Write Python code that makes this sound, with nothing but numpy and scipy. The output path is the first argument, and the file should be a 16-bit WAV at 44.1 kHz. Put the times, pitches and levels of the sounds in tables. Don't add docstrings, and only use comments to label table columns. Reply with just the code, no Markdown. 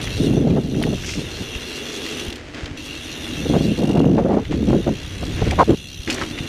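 import sys
import numpy as np
from scipy import signal
from scipy.fft import rfft, irfft
from scipy.io import wavfile
from scipy.ndimage import uniform_filter1d

SR = 44100
rng = np.random.default_rng(int(sys.argv[2]) if len(sys.argv) > 2 else 0)


def wav_out(sig):
    wavfile.write(sys.argv[1], SR, np.round(np.clip(np.atleast_2d(sig).T, -1, 1) * 32767).astype(np.int16))


N = 285768
TIME = np.arange(N) / SR


def from_db(db):
    return 10 ** (np.asarray(db) / 20)


def rms_one(x):
    return x / np.sqrt(np.mean(x ** 2) + 1e-20)


def in_time(rows):
    s, *columns = np.transpose(rows)
    return [np.interp(TIME, s, c) for c in columns]


def band(x, low, high, order=2):
    sos = signal.butter(order, [low, min(high, .45 * SR)], "band", fs=SR, output="sos")
    return signal.sosfilt(sos, x + 1e-18)


def drift(rate):
    r = np.exp(-80 * np.pi * rate / SR)
    slow = signal.lfilter([1], [1, -2 * r, r * r], rng.standard_normal(N // 40 + 2002))[2000:]
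    return np.interp(np.arange(N) / 40, np.arange(len(slow)), rms_one(slow))


def coloured(x, colour):
    hz, db = np.transpose(colour)
    size = 8192
    octave = np.log2(np.arange(size // 2 + 1) * SR / size + 1)
    beyond = np.abs(octave - np.clip(octave, np.log2(hz[0]), np.log2(hz[-1])))
    gain = from_db(np.interp(octave, np.log2(hz), db) - 18 * beyond)
    cepstrum = irfft(np.log(gain))[:size // 2]
    cepstrum[1:] *= 2
    return rms_one(signal.fftconvolve(x, irfft(np.exp(rfft(cepstrum, size))))[:N])


def resonance(x, hz, width_hz):
    r = np.exp(-np.pi * width_hz / SR)
    feedback = [1, -2 * r * np.cos(2 * np.pi * hz / SR), r * r]
    return signal.lfilter(np.array([1, 0, -1]) * (1 - r * r) / 2, feedback, x + 1e-18)


def evened(x, window_s):
    return x / np.sqrt(np.abs(uniform_filter1d(x * x, max(int(window_s * SR), 2))) + 1e-9)


def grains(per_s, spread_db):
    sizes = from_db(spread_db * np.minimum(rng.exponential(1, N), 5)) * rng.choice([-1, 1], N)
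    return rms_one(sizes * (rng.random(N) < per_s / SR))


def envelope(start_s, length_s, attack_s, release_s):
    rise = np.clip((TIME - start_s) / attack_s, 0, 1)
    return rise * np.clip(1 - (TIME - start_s - length_s) / release_s, 0, 1)


def add(out, s, sound):
    start = max(int(s * SR), 0)
    out[start:start + len(sound)] += sound[:max(N - start, 0)]


def mic_hiss(level_db=-66):
    return from_db(level_db) * rms_one(band(rng.standard_normal(N), 3000, 10000))


# time of closest touch in seconds, level in dB.
BUSHES = [(1.1, -30.5), (1.68, -56), (1.93, -40.5), (2.08, -43), (2.18, -51)]
# frequency in Hz, relative level in dB.
BRUSH_COLOUR = [(1500, -34), (2200, -3), (4000, -6), (5600, 1), (7000, -6), (9000, -17), (14000, -36)]
def brush(fade_db_per_s=122):
    touch = sum(from_db(db - fade_db_per_s * np.abs(TIME - s)) for s, db in BUSHES)
    return touch * coloured(grains(per_s=5000, spread_db=3.5), BRUSH_COLOUR)


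# start in seconds, length in seconds, level in dB, sharpness in dB.
WIND_BLOWS = [(0, 0.2, -34.5, -29), (0.171, 0.16, -16.5, -14), (0.291, 0.29, -16, -8.5),
              (0.61, 0.16, -25, -9.5), (0.723, .2, -20, -9), (1.15, 0.073, -30.5, -6.5),
              (3.367, 0.14, -30, -19), (3.488, .11, -16, -5), (3.623, 0.094, -17, -17),
              (3.769, 0.2, -17.5, -3), (3.959, 0.19, -13.5, -8), (4.162, 0.22, -19, 2),
              (4.487, 0.28, -21, -20), (4.664, 0.11, -14.5, -10), (4.851, 0.057, -18.5, -24),
              (5.2, .11, -30, -21), (5.405, 0.15, -27.5, -27)]
# frequency in Hz, relative level in dB.
WIND_COLOUR = [(40, -32), (80, -11), (130, 0), (220, 3), (320, -2), (450, -8), (700, -23), (1000, -38),
               (1500, -44.5), (2500, -60.5)]
def headwind(lumpy_db=2.5, edge_lumpy_db=3.5, edge_db=-4, split_hz=600):
    swirls = coloured(rng.standard_normal(N) + 0.99 * grains(per_s=500, spread_db=2.0), WIND_COLOUR)
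    lumps = drift(35)
    large = signal.sosfilt(signal.butter(3, split_hz, fs=SR, output="sos"), swirls)
    small = signal.sosfilt(signal.butter(3, split_hz, "high", fs=SR, output="sos"), swirls)
    large = evened(large * from_db(lumpy_db * lumps), .05)
    small = evened(small * from_db(edge_lumpy_db * lumps), 0.091)
    body, edge = 0, 0
    for s, length, level_db, sharp_db in WIND_BLOWS:
        blow = from_db(level_db) * envelope(s, length, attack_s=0.014, release_s=0.053)
        body = np.maximum(body, blow)
        edge = np.maximum(edge, from_db(sharp_db) * blow)
    return body * large + from_db(edge_db) * edge * small


# start in seconds, length in seconds, pitch in Hz, level in dB.
GUSTS = [(0.473, 0.013, 570, -30), (0.565, 0.02, 574, -23.5), (.815, 0.011, 493, -23),
         (0.869, 0.0081, 553, -27), (0.924, .015, 446, -24.5), (1.171, .025, 285, -20.5),
         (1.404, 0.022, 258, -23.5), (3.457, 0.011, 368, -20.5), (3.533, 0.034, 620, -20.5),
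         (3.962, 0.017, 645, -21.5), (4.181, 0.019, 640, -18), (4.292, 0.062, 635, -23),
         (4.365, 0.031, 685, -26), (4.729, 0.04, 426, -20.5), (4.866, .03, 552, -21),
         (5.230, .008, 601, -27), (5.418, .011, 550, -20), (5.468, 0.0092, 388, -21.5),
         (5.52, 0.019, 576, -23.5), (5.582, 0.017, 504, -22.5), (5.59, 0.027, 840, -8.5),
         (5.609, 0.023, 740, -12), (5.678, 0.016, 352, -17), (5.694, .016, 375, -9),
         (5.708, 0.04, 307, -15)]
def gusts(spread=1.346, low_share=0.9):
    out = np.zeros(N)
    for s, length, hz, level_db in GUSTS:
        white = rng.standard_normal(SR // 5)
        tearing = rms_one(band(white, hz / spread, hz * spread, order=3))
        low = low_share * rms_one(band(white[::-1], hz / 6, hz))
        swell = signal.windows.tukey(int((length + .008) * SR), .4)
        add(out, s - .004, from_db(level_db) * swell * evened(tearing + low, .015)[-len(swell):])
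    return out


# start in seconds, relative level in dB, pitch in Hz.
THUMPS = [(0.515, -7, 213), (1.556, -17, 70), (2.278, -19.5, 70), (2.632, -17, 77), (2.712, -21, 80),
          (3.51, -17, 70), (3.794, -7.5, 233), (4.003, -0.5, 377), (4.044, -4.5, 444), (4.527, -15, 700),
          (4.628, -7, 254), (4.706, -9, 616), (4.731, -8.5, 590), (5.418, -5, 107.4), (5.473, -8, 119.9),
          (5.993, -19.5, 71), (6.405, -16, 121)]
def thumps(fade_cycles=0.55, gain_db=4):
    out, t = np.zeros(N), TIME[:SR // 10]
    for s, level_db, hz in THUMPS:
        swing = np.sin(2 * np.pi * hz * t) * np.exp(-hz * t / fade_cycles) * (1 - np.exp(-10 * hz * t))
        add(out, s, from_db(level_db + gain_db) * band(swing, hz / 4, hz * 5))
    return out


def tyre_load(takeoff_s=5.75, landing_s=6.07, airborne_db=-8.5, landing_db=4.5):
    airborne = airborne_db * np.clip((TIME - takeoff_s) / 0.0086, 0, 1)
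    settling = landing_db * np.exp(-np.abs(TIME - landing_s) / 0.037)
    return uniform_filter1d(np.where(TIME < landing_s, airborne, settling), SR // 100)


# time in seconds, relative level in dB.
ROUGHNESS = [(0, -31.5), (.22, -25), (.62, -34.5), (.9, -30), (1.4, -37.5), (1.82, -46.5), (2.25, -42.5),
             (3.17, -42), (3.5, -29), (3.85, -34), (4.2, -31), (4.42, -33), (4.68, -24.5), (5.02, -35),
             (5.5, -22.5), (5.85, -36), (6.48, -36)]
# frequency in Hz, relative level in dB.
RUMBLE_COLOUR = [(22, 0), (35, -7), (50, 7.5), (65, -0.5), (120, -7.5), (400, -45)]
SHUDDER_COLOUR = [(50, -27), (70, 3.5), (95, 0.5), (125, -4), (200, -8.5), (350, -19.5), (700, -38.5)]
def rough_ground(rumble_db=-4, follows_load=0.5):
    rough_db = in_time(ROUGHNESS)[0] + follows_load * tyre_load()
    rumble = from_db(rumble_db) * evened(coloured(rng.standard_normal(N), RUMBLE_COLOUR), 0.18)
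    shudder = evened(coloured(rng.standard_normal(N), SHUDDER_COLOUR), 0.12)
    return from_db(rough_db) * (rumble + shudder)


# time in seconds, relative level in dB.
GRIT = [(0, -35), (.45, -45), (.7, -47), (1.05, -41), (2.2, -36.5), (2.47, -42.5), (2.95, -41.5),
        (3.32, -37), (4.12, -46), (5.2, -40), (5.53, -37.5), (5.72, -43.5), (6.48, -38.5)]
# frequency in Hz, relative level in dB.
GRIT_COLOUR = [(300, 18), (600, 8.5), (1000, 2), (2000, 6.5), (3000, 3.5), (4500, -4), (6500, -7.5),
               (9000, -20), (12000, -31), (15000, -51)]
# start in seconds, length in seconds, relative level in dB.
SKIDS = [(2.53, 0.13, -38.5), (4.175, 0.016, -43), (4.312, 0.032, -46), (4.505, 0.03, -35),
         (4.677, 0.026, -40), (5.358, 0.16, -36), (6.071, 0.16, -32.5)]
def grit(gain_db=3):
    crunch = rms_one(grains(per_s=4000, spread_db=4.5) + 0.89 * rng.standard_normal(N))
    rolling = from_db(in_time(GRIT)[0] + tyre_load())
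    sliding = sum(from_db(db) * envelope(s, length, attack_s=0.012, release_s=0.046)
                  for s, length, db in SKIDS)
    return from_db(gain_db) * np.hypot(rolling, sliding) * coloured(crunch, GRIT_COLOUR)


# time in seconds, pitch in Hz, relative level in dB.
TREAD_HUM = [(0, 295, -39), (1.45, 396, -41), (1.8, 425, -37.5), (2.28, 379, -34.5), (2.47, 320, -49),
             (2.65, 298, -39.5), (3.1, 288, -40.5), (3.35, 279.9, -33), (4.0, 280, -49), (5.5, 300, -47),
             (6.15, 325, -35), (6.48, 310, -37)]
# pitch in Hz, width in Hz, relative level in dB.
TYRE_RINGS = [(147, 8, -8), (243.3, 10.5, -2)]
def tread(width_octaves=0.11, gain_db=-1, follows_load=2.95):
    hum_hz, level_db = in_time(TREAD_HUM)
    hum = 0
    for hz in 150 * 2 ** (np.arange(10) / 4):
        nearness = 1 / (1 + (np.log2(hz / hum_hz) / width_octaves) ** 2)
        hum += nearness * rms_one(band(rng.standard_normal(N), hz / 2 ** (1 / 8), hz * 2 ** (1 / 8)))
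    casing = sum(from_db(db) * evened(resonance(rng.standard_normal(N), hz, width), 0.16)
                 for hz, width, db in TYRE_RINGS)
    return from_db(level_db + gain_db + follows_load * tyre_load()) * (evened(hum, 0.069) + casing)


# start in seconds, relative level in dB, pitch in Hz,
# seconds for the rattle to fade by 60 dB.
KNOCKS = [(0.074, -17, 2030, .02), (0.504, -24.5, 2410, 0.033), (.745, -26, 1900, .02),
          (0.825, -16.5, 3150, 0.024), (0.828, -25.5, 9550, 0.017), (0.837, -14, 1880, 0.023),
          (1.037, -22, 1570, 0.016), (1.045, -20, 2120, 0.027), (1.090, -21, 2090, 0.06),
          (1.136, -20.5, 2150, 0.035), (1.551, -17.5, 2070, 0.02), (2.063, -20, 2010, .03),
          (2.326, -22, 3500, 0.02), (2.546, -24, 3150, 0.033), (2.658, -19, 3140, 0.022),
          (3.756, -27, 2160, 0.036), (4.453, -22.5, 2020, .025), (5.509, -16, 2320, 0.038),
          (5.511, -16, 5800, 0.012), (6.076, -13, 1920, 0.021), (6.1, -10, 2513, 0.057),
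          (6.103, -14, 5180, 0.044), (6.126, -17.5, 4430, 0.054), (6.144, -19, 5870, 0.038),
          (6.182, -19, 1880, 0.037), (6.214, -10.5, 1300, 0.019), (6.220, -14.5, 1280, 0.05),
          (6.234, -21, 3000, 0.029), (6.377, -22, 2002, 0.035), (6.387, -12.5, 2100, 0.021)]
def knocks(spread=1.43, crack_share=0.35, clank_share=0.68, clank_stretch=1.6, gain_db=-7):
    out, t = np.zeros(N), TIME[:SR // 6]
    for s, level_db, hz, fade_s in KNOCKS:
        white = rng.standard_normal((2, len(t)))
        rattle = rms_one(band(white[0], hz / spread, hz * spread))
        crack = crack_share * rms_one(band(white[1], 1400, 4500))
        clank = clank_share * np.sin(2 * np.pi * hz * t) * from_db(-60 * t / (fade_s * clank_stretch))
        add(out, s, from_db(level_db + gain_db) * ((rattle + crack) * from_db(-60 * t / fade_s) + clank))
    return out


def with_reflection(x, lag_s=.0016, sway_s=0.000262, strength=0.47):
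    return x + strength * np.interp(TIME - lag_s - sway_s * drift(2.5), TIME, x)


# time in seconds, width in seconds, rise in dB.
NOTE_SWELLS = [(1.55, 0.018, 8), (1.77, 0.064, 6.5), (2.2, 0.037, 7), (2.92, 0.032, 8), (3.1, 0.028, 5),
               (3.68, 0.064, 6), (3.96, 0.12, 8.5)]
def metallic_note(strikes, hz=2797, width_hz=85, gain_db=7.5, sway_db=1.5):
    singing_db = sum(rise_db * np.exp(-((TIME - s) / width) ** 2) for s, width, rise_db in NOTE_SWELLS)
    note = evened(resonance(strikes, hz, width_hz), .04)
    return from_db(gain_db + singing_db + sway_db * drift(12)) * note


# pitch in Hz, width in Hz, relative level in dB.
HUB_RINGS = [(2698, 45, -0.5), (3090, 280, -5.5), (3417, 230, -1), (3665, 186, 0.5), (4034, 875, -4),
             (4363, 620, -9.5), (5200, 680, -21), (5994, 110, -4.5), (6474, 70, -11), (7000, 810, -15.5),
             (7140, 200, -13.5), (9050, 310, -17.5), (9500, 170, -20.5), (9980, 260, -19), (10450, 52, -16),
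             (11530, 270, -24), (12100, 400, -24), (13700, 340, -31)]
def wheel_ring(force, sway_db=2.03, hiss_db=-26, sheen_db=-23):
    ringing = sum((-1) ** k * from_db(db + sway_db * drift(9.9)) * resonance(force, hz, width)
                  for k, (hz, width, db) in enumerate(HUB_RINGS))
    hiss = from_db(hiss_db) * band(force, 1500, 9000)
    sheen = from_db(sheen_db) * rms_one(band(rng.standard_normal(N), 8100, 13500))
    return evened(rms_one(ringing + hiss), .12) + sheen


# time in seconds, clicks per second.
COASTS = [
    [(0, 77), (.08, 76), (.21, 124), (.42, 82), (1.05, 75), (1.4, 116), (1.6, 83), (1.78, 106), (1.9, 93),
     (2.22, 79), (2.32, 37), (2.39, 22)],
    [(2.77, 98), (2.87, 107), (2.98, 84), (3.48, 90), (3.66, 113), (3.84, 53), (3.98, 48), (4.3, 62),
     (5.0, 64), (5.62, 82), (5.86, 68), (6.2, 69), (6.48, 104)],
]
# time in seconds, relative level in dB.
HUB_LEVEL = [(0, -47.5), (.26, -48), (.45, -58.5), (.63, -58), (.85, -52), (1.5, -50), (2.2, -47.5),
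             (2.38, -54), (2.77, -53.5), (2.86, -52), (3.42, -48), (3.85, -52.5), (4.3, -65.5),
             (4.66, -56.5), (5.3, -52.5), (5.75, -53.5), (6.48, -52)]
def freehub(ring_fade_s=0.046, chatter_fade_s=0.032, teeth=36, ring_gain_db=13.5):
    rate = sum(np.interp(TIME, *np.transpose(coast), left=0, right=0) for coast in COASTS)
    teeth_passed = np.cumsum(rate) / SR
    tooth = np.maximum.accumulate(np.floor(teeth_passed + .004 * (rate > 1) * drift(30)))
    drops = (np.diff(tooth, prepend=tooth[0]) > 0) * from_db(1.2 * drift(70))
    t = TIME[:SR // 10]
    onset = 1 - np.exp(-t / .0014)
    rings = rng.standard_normal((2, len(t))) * onset * from_db(-60 * t / ring_fade_s)
    first, second = (signal.fftconvolve(drops, ring)[:N] for ring in rings)
    angle = 2 * np.pi * teeth_passed / teeth
    buzz = rms_one(np.cos(angle) * first + np.sin(angle) * second)
    bursts = signal.fftconvolve(drops, onset * from_db(-60 * t / chatter_fade_s))[:N]
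    chatter = rms_one(bursts * rng.standard_normal(N))
    force = rms_one(with_reflection(buzz + .75 * chatter))
    wheel = from_db(ring_gain_db) * wheel_ring(force) * np.clip(rate / 45, 0, 1)
    note = metallic_note(rms_one(drops) + chatter) * np.clip(rate / 40, 0, 1)
    return from_db(in_time(HUB_LEVEL)[0]) * (wheel + note)


def scene():
    bike = freehub() + tread() + knocks()
    trail = rough_ground() + grit() + brush() + thumps()
    return (bike + trail + headwind() + gusts() + mic_hiss())[None]


def record(dry):
    return signal.sosfilt(signal.ellip(12, .1, 90, 15150, fs=SR, output="sos"), np.clip(dry, -1, 1))


dry = scene()
out = record(dry)
wav_out(out)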